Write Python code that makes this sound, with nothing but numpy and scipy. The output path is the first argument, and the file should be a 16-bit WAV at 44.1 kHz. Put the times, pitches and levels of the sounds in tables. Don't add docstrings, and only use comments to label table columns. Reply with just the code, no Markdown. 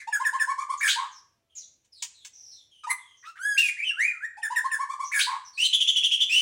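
import sys
import numpy as np
from scipy import signal
from scipy.fft import rfft, irfft, next_fast_len
from scipy.io import wavfile
from scipy.ndimage import uniform_filter1d

SR = 44100
rng = np.random.default_rng(int(sys.argv[2]) if len(sys.argv) > 2 else 0)


def master(y):
    cut = np.clip(np.atleast_2d(y).T, -1, 1)
    pcm = np.round(cut * 32767)
    wavfile.write(sys.argv[1], SR, pcm.astype(np.int16))


N = 282681

# start in seconds, length in seconds, pitch at the turn in Hz, level in dB.
HOOTS = [(.068, 0.03, 944, -29.5), (.193, 0.037, 1058, -28), (.323, 0.048, 1086, -28.5),
         (.468, .06, 1128, -27.5), (.573, 0.059, 1178, -27), (.687, 0.059, 1177, -26.5),
         (2.864, 0.031, 991, -29), (4.364, 0.0372, 871, -38), (4.496, .043, 1015, -28.5),
         (4.636, 0.038, 1097, -27.5), (4.784, 0.059, 1134, -29), (4.884, 0.062, 1183, -29.5),
         (4.987, 0.062, 1165, -29)]
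YELPS = [(.124, 0.0514, 1695, -21.5), (.248, 0.0391, 1767, -18.5), (.396, 0.043, 1766, -19.5),
         (4.427, .044, 1782, -23), (4.558, .039, 1825, -18), (4.713, 0.049, 1760, -22.5)]
SQUAWKS = [(.826, .068, 1682, -21.5), (5.136, .072, 1680, -23)]
RASPS = [(.872, .085, 3861, -19), (5.187, .08, 3857, -20)]
GRUNTS = [(.956, .11, 1025, -28), (5.266, .105, 1009, -26)]
TICKS = [(2.834, 0.0224, 1254, -28)]
CHUCKS = [(2.887, 0.044, 1971, -15.5)]
CROAKS = [(3.226, 0.0397, 1880, -46.5), (3.354, 0.03, 1657, -42)]
WHISTLES = [(3.236, .078, 1373, -40), (3.37, .192, 1688, -27.5)]
CHIPS = [(5.722, .042, 3547, -15), (5.797, 0.0398, 3477, -16.5), (5.866, .047, 3557, -15.5),
         (5.951, 0.044, 3474, -16), (6.024, 0.052, 3405, -16.5), (6.104, 0.0549, 3353, -17.5),
         (6.194, 0.05, 3465, -16)]
# start in seconds, length in seconds, first and last pitch in Hz, level in dB.
FADING_NOTE = [(0, 0.037, 1900, 1800, -36)]
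SLURS = [(3.765, 0.051, 1720, 2440, -29.5), (3.803, 0.047, 1720, 2717, -26.5),
         (3.842, .07, 3270, 2745, -21.5)]
RISES = [(5.574, .1, 2431, 3161, -19), (6.292, 0.12, 2439, 3037, -17)]
SECOND_VOICE = [(5.634, 0.034, 4420, 3750, -19.5)]
FAR_CALLS = [(.772, 0.0345, 6876, 6550, -41.5), (1.11, 0.0819, 6580, 5250, -53.5),
             (1.495, 0.064, 3200, 3000, -68.5), (1.551, 0.044, 6980, 6000, -39),
             (1.585, 0.059, 5720, 3462, -56.5), (1.92, 0.11, 5360, 3364, -55.5),
             (2.14, .11, 4360, 3240, -59), (2.33, 0.24, 6010, 5590, -52), (2.51, 0.12, 4456, 3360, -57.5),
             (2.71, 0.14, 3160, 2965, -60), (2.98, 0.19, 3556, 3180, -61),
             (3.165, 0.096, 6150, 5870, -62.5), (5.04, 0.055, 5790, 6100, -42),
             (5.445, 0.053, 5870, 5540, -50), (5.53, 0.047, 4750, 4030, -51.5)]
FAR_CROWING = [(1.33, 0.48, 685, 620, -82.5), (2.3, 0.34, 857.5, 835, -82.5)]
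# time in seconds, pitch in Hz.
SWING_TURNS = [(3.906, 1690), (3.938, 1311), (4.075, 2472), (4.104, 2400), (4.133, 1434), (4.174, 1289),
               (4.292, 2072)]
# pitch in Hz, level in dB.
SWING_LEVEL = [(1280, -50.5), (1560, -34), (1950, -16), (2470, -23.5)]
# start in seconds, relative level in dB.
SNAPS = [(1.846, -64), (2.023, -27), (2.248, -37.5)]
# frequency in Hz, relative density in dB.
SNAP_SPECTRUM = [(400, -54), (900, -16), (1400, -19.5), (2800, -7.5), (4400, -10), (6700, 1.5),
                 (9500, -15.5), (12500, -29.5), (16000, -20)]
BREATH_SPECTRUM = [(500, -66.5), (1100, -47), (2000, -3), (3500, 1), (5200, 2.5), (8600, -1), (10300, -12),
                   (13000, -14.5), (16000, -8)]
AIR_SPECTRUM = [(20, -20.5), (45, -14), (80, -1), (190, -13.5), (450, -14), (650, -17), (1300, -26.5),
                (2500, -21), (16000, -35)]
# frequency in Hz, gain in dB.
THROAT_GAIN = [(2200, -2.5), (3500, -9), (5000, -5), (6500, -1), (8800, 1), (10200, -1.5), (11800, -19),
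               (13300, -25.5), (15300, -13)]
# delay in seconds, relative level in dB.
WALL_ECHOES = [(0.012, -12), (0.0222, -25), (0.0255, -16)]
# frequency in Hz, time to decay by 60 dB in seconds.
YARD_T60 = [(800, 0.38726), (1400, 0.51), (3000, 0.4), (8000, 0.4), (15000, 0.12)]

BILL_CUTOFF_HZ, TOP_HZ = 820, 15850
U = np.linspace(0, 1, 60)


def syrinx(times, pitch, level, overtone_db, tilt_db, rough, hiss_db=-50, split=0):
    t = np.arange(times[0], times[-1], 1 / SR)
    size = len(t)
    db = np.interp(t, times, level)
    glide = uniform_filter1d(np.interp(t, times, pitch), size=120)
    jitter = rough * (wobble(size, 1500) + 0.81 * wobble(size, 263.84))
    phase = 2 * np.pi * np.cumsum(glide * (1 + jitter)) / SR
    phase += split * np.sin(phase / 3)
    tone = np.sin(phase)
    push_db = 0.46 * (db - level.max())
    for k in range(2, int(TOP_HZ / np.median(pitch)) + 2):
        source_db = overtone_db + push_db + tilt_db * (k - 2.5)
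        gain = amp(source_db + along(THROAT_GAIN, k * glide) + 3.9 * wobble(size, 110))
        tone += gain * (k * glide < SR / 2) * np.sin(k * phase)
    tone += amp(hiss_db + push_db) * noise(size, BREATH_SPECTRUM)
    edges = np.clip(np.minimum(t - t[0], t[-1] - t) / 0.0085, 0, 1)
    track = np.zeros(N)
    add(track, times[0], tone * np.sin(edges * np.pi / 2) * amp(db))
    return track


def syllables(rows, shape, envelope, **voice):
    return sum(syrinx(s + length * U, hz * shape, db + envelope, **voice) for s, length, hz, db in rows)


def slides(rows, envelope, bend, **voice):
    return sum(syrinx(s + length * U, last + (first - last) * (1 - U) ** bend, db + envelope, **voice)
               for s, length, first, last, db in rows)


def other_side(rows, lead_s, stretch, ratio, gain_db):
    return [(s - lead_s, length * stretch, hz * ratio, db + gain_db) for s, length, hz, db in rows]


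def arch(start, turn, end):
    return 1 + (start - 1) * ramp(U, turn) ** 2 + (end - 1) * ramp(1 - U, 1 - turn) ** 2


def swell(attack, release, onset_db, fade_db):
    return onset_db * ramp(U, attack) + fade_db * ramp(1 - U, release)


def hoots():
    return syllables(HOOTS, arch(start=.76, turn=.66, end=.71),
                     swell(attack=.24, release=.14, onset_db=-13, fade_db=-11.5),
                     overtone_db=-18, tilt_db=-1.7, rough=.013, hiss_db=-38)


def yelps():
    grace = syllables(other_side(YELPS, lead_s=.01, stretch=.48, ratio=1.42, gain_db=-21),
                      arch(start=1.4, turn=.5, end=.57), 0 * U,
                      overtone_db=-21.5, tilt_db=-4.5, rough=.02)
    fall = syllables(YELPS, arch(start=1.07, turn=.35, end=.78),
                     swell(attack=.1, release=.42, onset_db=-2.5, fade_db=-14),
                     overtone_db=-18.5, tilt_db=.74, rough=.012, hiss_db=-38.5)
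    dying_ring = slides(FADING_NOTE, -12 * U, bend=1.2, overtone_db=-10, tilt_db=-4.5, rough=.1)
    return grace + fall + dying_ring


def squawks():
    upper = syllables(other_side(SQUAWKS, lead_s=.024, stretch=.62, ratio=1.36, gain_db=-4),
                      arch(start=.54, turn=.4, end=.98),
                      swell(attack=.19, release=.4, onset_db=-14, fade_db=-7.5),
                      overtone_db=-20, tilt_db=1.5, rough=.06, hiss_db=-26.5)
    lower = syllables(SQUAWKS, arch(start=1.14, turn=.45, end=.84),
                      swell(attack=.44, release=.18, onset_db=-.5, fade_db=-10),
                      overtone_db=-16.5, tilt_db=1.5, rough=.033, hiss_db=-25)
    rasps = syllables(RASPS, arch(start=.46, turn=.52, end=1.15),
                      swell(attack=.32, release=.65, onset_db=-2.5, fade_db=-16),
                      overtone_db=-12.5, tilt_db=-12, rough=.12, hiss_db=-11.5)
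    quaver = 1 + .21 * U * np.sin(2 * np.pi * 9 * U)
    grunts = syllables(GRUNTS, arch(start=.92, turn=.25, end=1.01) * quaver,
                       swell(attack=.15, release=.721, onset_db=-5, fade_db=-7.5),
                       overtone_db=-18.5, tilt_db=-3.5, rough=.05, hiss_db=-30.5)
    return upper + lower + rasps + grunts


def scold():
    tick = syllables(TICKS, arch(start=1.1, turn=.38, end=.92), -6 * U,
                     overtone_db=-10.5, tilt_db=-3.5, rough=.052, hiss_db=-31)
    shape = arch(start=.93, turn=.48, end=.93)
    envelope = swell(attack=.49, release=.53, onset_db=-23, fade_db=-21)
    upper = syllables(CHUCKS, shape, envelope, overtone_db=-12.5, tilt_db=1.5, rough=.046, hiss_db=-22)
    lower = syllables(other_side(CHUCKS, lead_s=-.005, stretch=1, ratio=.57, gain_db=-9),
                      shape, envelope, overtone_db=-11.5, tilt_db=-7, rough=.078, hiss_db=-27)
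    return tick + upper + lower


def whistles():
    croaks = syllables(CROAKS, arch(start=.91, turn=.354, end=2.5), -10 * U,
                       overtone_db=-24, tilt_db=-14.5, rough=.1222, hiss_db=-21)
    lead_in = syllables(WHISTLES[:1], arch(start=.8, turn=.85, end=.91),
                        swell(attack=.33, release=.44, onset_db=-17, fade_db=-5),
                        overtone_db=-8, tilt_db=-5.5, rough=.027, hiss_db=-21.5)
    held = syllables(WHISTLES[1:], arch(start=.7, turn=.55, end=.94),
                     swell(attack=.3504, release=.076, onset_db=-22.5, fade_db=-7),
                     overtone_db=-17, tilt_db=0, rough=.005, hiss_db=-51.5)
    return croaks + lead_in + held


def cry(start_s=3.561, length_s=.138, high_hz=2810, low_hz=2450, db=-14):
    step = (1 + np.tanh((U - .47) / .116)) / 2
    scoop = .42 * ramp(U, .19) ** 2
    collapse = .36 * ramp(1 - U, .1514) ** 2
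    pitch = (high_hz + (low_hz - high_hz) * step) * (1 - scoop - collapse)
    onset_db = -22 * ramp(U - .08, .057)
    sag_db = -8 * (1 - ramp(U - .22, .17))
    fade_db = -14 * ramp(1 - U, .074)
    return syrinx(start_s + length_s * U, pitch, db + onset_db + sag_db + fade_db,
                  overtone_db=-16.5, tilt_db=.5, rough=.011, hiss_db=-14.5, split=.1)


def slurs(end_s=4.257, fade_db_per_s=-26):
    quick = slides(SLURS, swell(attack=.537, release=.105, onset_db=-12.5, fade_db=1),
                   bend=1.6, overtone_db=-24, tilt_db=-3.5, rough=.018, hiss_db=-34)
    turn_s, turn_hz = np.transpose(SWING_TURNS)
    turns = np.arange(len(turn_s))
    times = turn_s[0] + (end_s - turn_s[0]) * U
    leg = np.interp(times, turn_s, turns)
    eased_leg = np.floor(leg) + (1 - np.cos(np.pi * (leg % 1))) / 2
    pitch = np.interp(eased_leg, turns, turn_hz)
    falling_db = -12 * np.clip(-np.gradient(pitch) / 90, 0, 1)
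    fade_db = fade_db_per_s * np.maximum(times - turn_s[2], 0)
    level = along(SWING_LEVEL, pitch) + falling_db + fade_db
    return quick + syrinx(times, pitch, level, overtone_db=-22.5, tilt_db=-.5, rough=.0134, hiss_db=-34)


def trill():
    shape = arch(start=.53, turn=.414, end=.8)
    envelope = swell(attack=.28, release=.204, onset_db=-26, fade_db=-15)
    upper = sum(syllables([row], shape, envelope,
                          overtone_db=-23 + 5.5 * .18 ** k, tilt_db=-4, rough=.026, hiss_db=-28)
                for k, row in enumerate(CHIPS))
    lower = syllables(other_side(CHIPS, lead_s=-.0024, stretch=.892, ratio=.88, gain_db=-7),
                      arch(start=.8, turn=.473, end=.88),
                      swell(attack=.28, release=.32, onset_db=-9.5, fade_db=-5.5),
                      overtone_db=-18, tilt_db=-18, rough=.032, hiss_db=-18.5)
    rises = slides(RISES, swell(attack=.305, release=.425, onset_db=-7.5, fade_db=-2),
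                   bend=1.8, overtone_db=-15.5, tilt_db=-6.5, rough=.0274, hiss_db=-18.5)
    second_voice = slides(SECOND_VOICE, swell(attack=.67, release=.24, onset_db=-12, fade_db=7),
                          bend=1.4, overtone_db=-11, tilt_db=1, rough=.05, hiss_db=-32)
    return upper + lower + rises + second_voice


def bill_snaps(rise_s=.000413, t60_s=.062):
    track, t = np.zeros(N), np.arange(SR // 10) / SR
    for s, db in SNAPS:
        envelope = 2 * amp(db - 60 * t / t60_s) * (1 - np.exp(-t / rise_s))
        add(track, s, envelope * noise(len(t), SNAP_SPECTRUM))
    return track


def far_birds():
    return slides(FAR_CALLS, swell(attack=.16, release=.37, onset_db=1.5, fade_db=-1),
                  bend=1.3, overtone_db=-16.5, tilt_db=-3.5, rough=.04, hiss_db=-21.5)


def yard(sound, direct_db, scatter_db, tail_db):
    scatter = diffuse(lambda hz: np.full_like(hz, .11), rise_s=.0011)
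    for delay, db in WALL_ECHOES:
        scatter[round(delay * SR)] += amp(db + 2)
    tail = diffuse(lambda hz: along(YARD_T60, hz), rise_s=.018)
    response = amp(scatter_db) * scatter + amp(tail_db) * tail
    shade = np.exp(-2 * np.pi * 8000 / SR)
    response += amp(direct_db) * (1 - shade) * shade ** np.arange(len(response))
    return signal.fftconvolve(sound, response)[:N]


def diffuse(t60_of, rise_s):
    hz, t, spectrum = signal.stft(rng.standard_normal(SR * 3 // 4), SR, nperseg=256)
    tail = signal.istft(spectrum * amp(-60 * t / t60_of(hz)[:, None]), SR, nperseg=256)[1]
    tail *= 1 - np.exp(-np.arange(len(tail)) / SR / rise_s)
    return tail / np.linalg.norm(tail)


def background():
    crowing = slides(FAR_CROWING, swell(attack=.26, release=.29, onset_db=-4, fade_db=-10),
                     bend=1.1, overtone_db=-14, tilt_db=-17, rough=.008)
    return crowing + amp(-77.5 + 1.5 * wobble(N, 6)) * noise(N, AIR_SPECTRUM)


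def noise(size, spectrum):
    m = next_fast_len(size)
    gain = amp(along(spectrum, np.fft.rfftfreq(m, 1 / SR)))
    shaped = irfft(rfft(rng.standard_normal(m)) * gain, m)[:size]
    return shaped / np.sqrt(np.mean(shaped ** 2) + 1e-20)


def wobble(size, rate):
    knots = rng.standard_normal(int(size * rate / SR) + 2)
    return np.interp(np.arange(size) * rate / SR, np.arange(len(knots)), knots)


def ramp(u, share):
    return np.clip(1 - u / share, 0, 1)


def along(points, hz):
    f, values = np.transpose(points)
    return np.interp(np.log(hz + 1), np.log(f + 1), values)


def amp(db):
    return 10 ** (np.asarray(db) / 20)


def add(track, start_s, sound):
    part = track[max(round(start_s * SR), 0):][:len(sound)]
    part += sound[:len(part)]


def scene():
    song = yard(hoots() + yelps() + squawks(), direct_db=-1.5, scatter_db=-1.5, tail_db=-11)
    song += yard(scold() + bill_snaps(), direct_db=-5.5, scatter_db=-4.5, tail_db=-18.5)
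    song += yard(whistles(), direct_db=-1.5, scatter_db=0, tail_db=-14.5)
    song += yard(cry() + slurs(), direct_db=-1.5, scatter_db=-2.5, tail_db=-12)
    song += yard(trill(), direct_db=-2, scatter_db=-3.5, tail_db=-10.5)
    song += yard(far_birds(), direct_db=-1, scatter_db=1, tail_db=-4)
    radiation = signal.butter(6, BILL_CUTOFF_HZ, "highpass", fs=SR, output="sos")
    return (signal.sosfilt(radiation, song) + background())[None]


def record(dry):
    return signal.sosfilt(signal.ellip(10, .1, 80, TOP_HZ, fs=SR, output="sos"), dry)


dry = scene()
out = record(dry)
master(out)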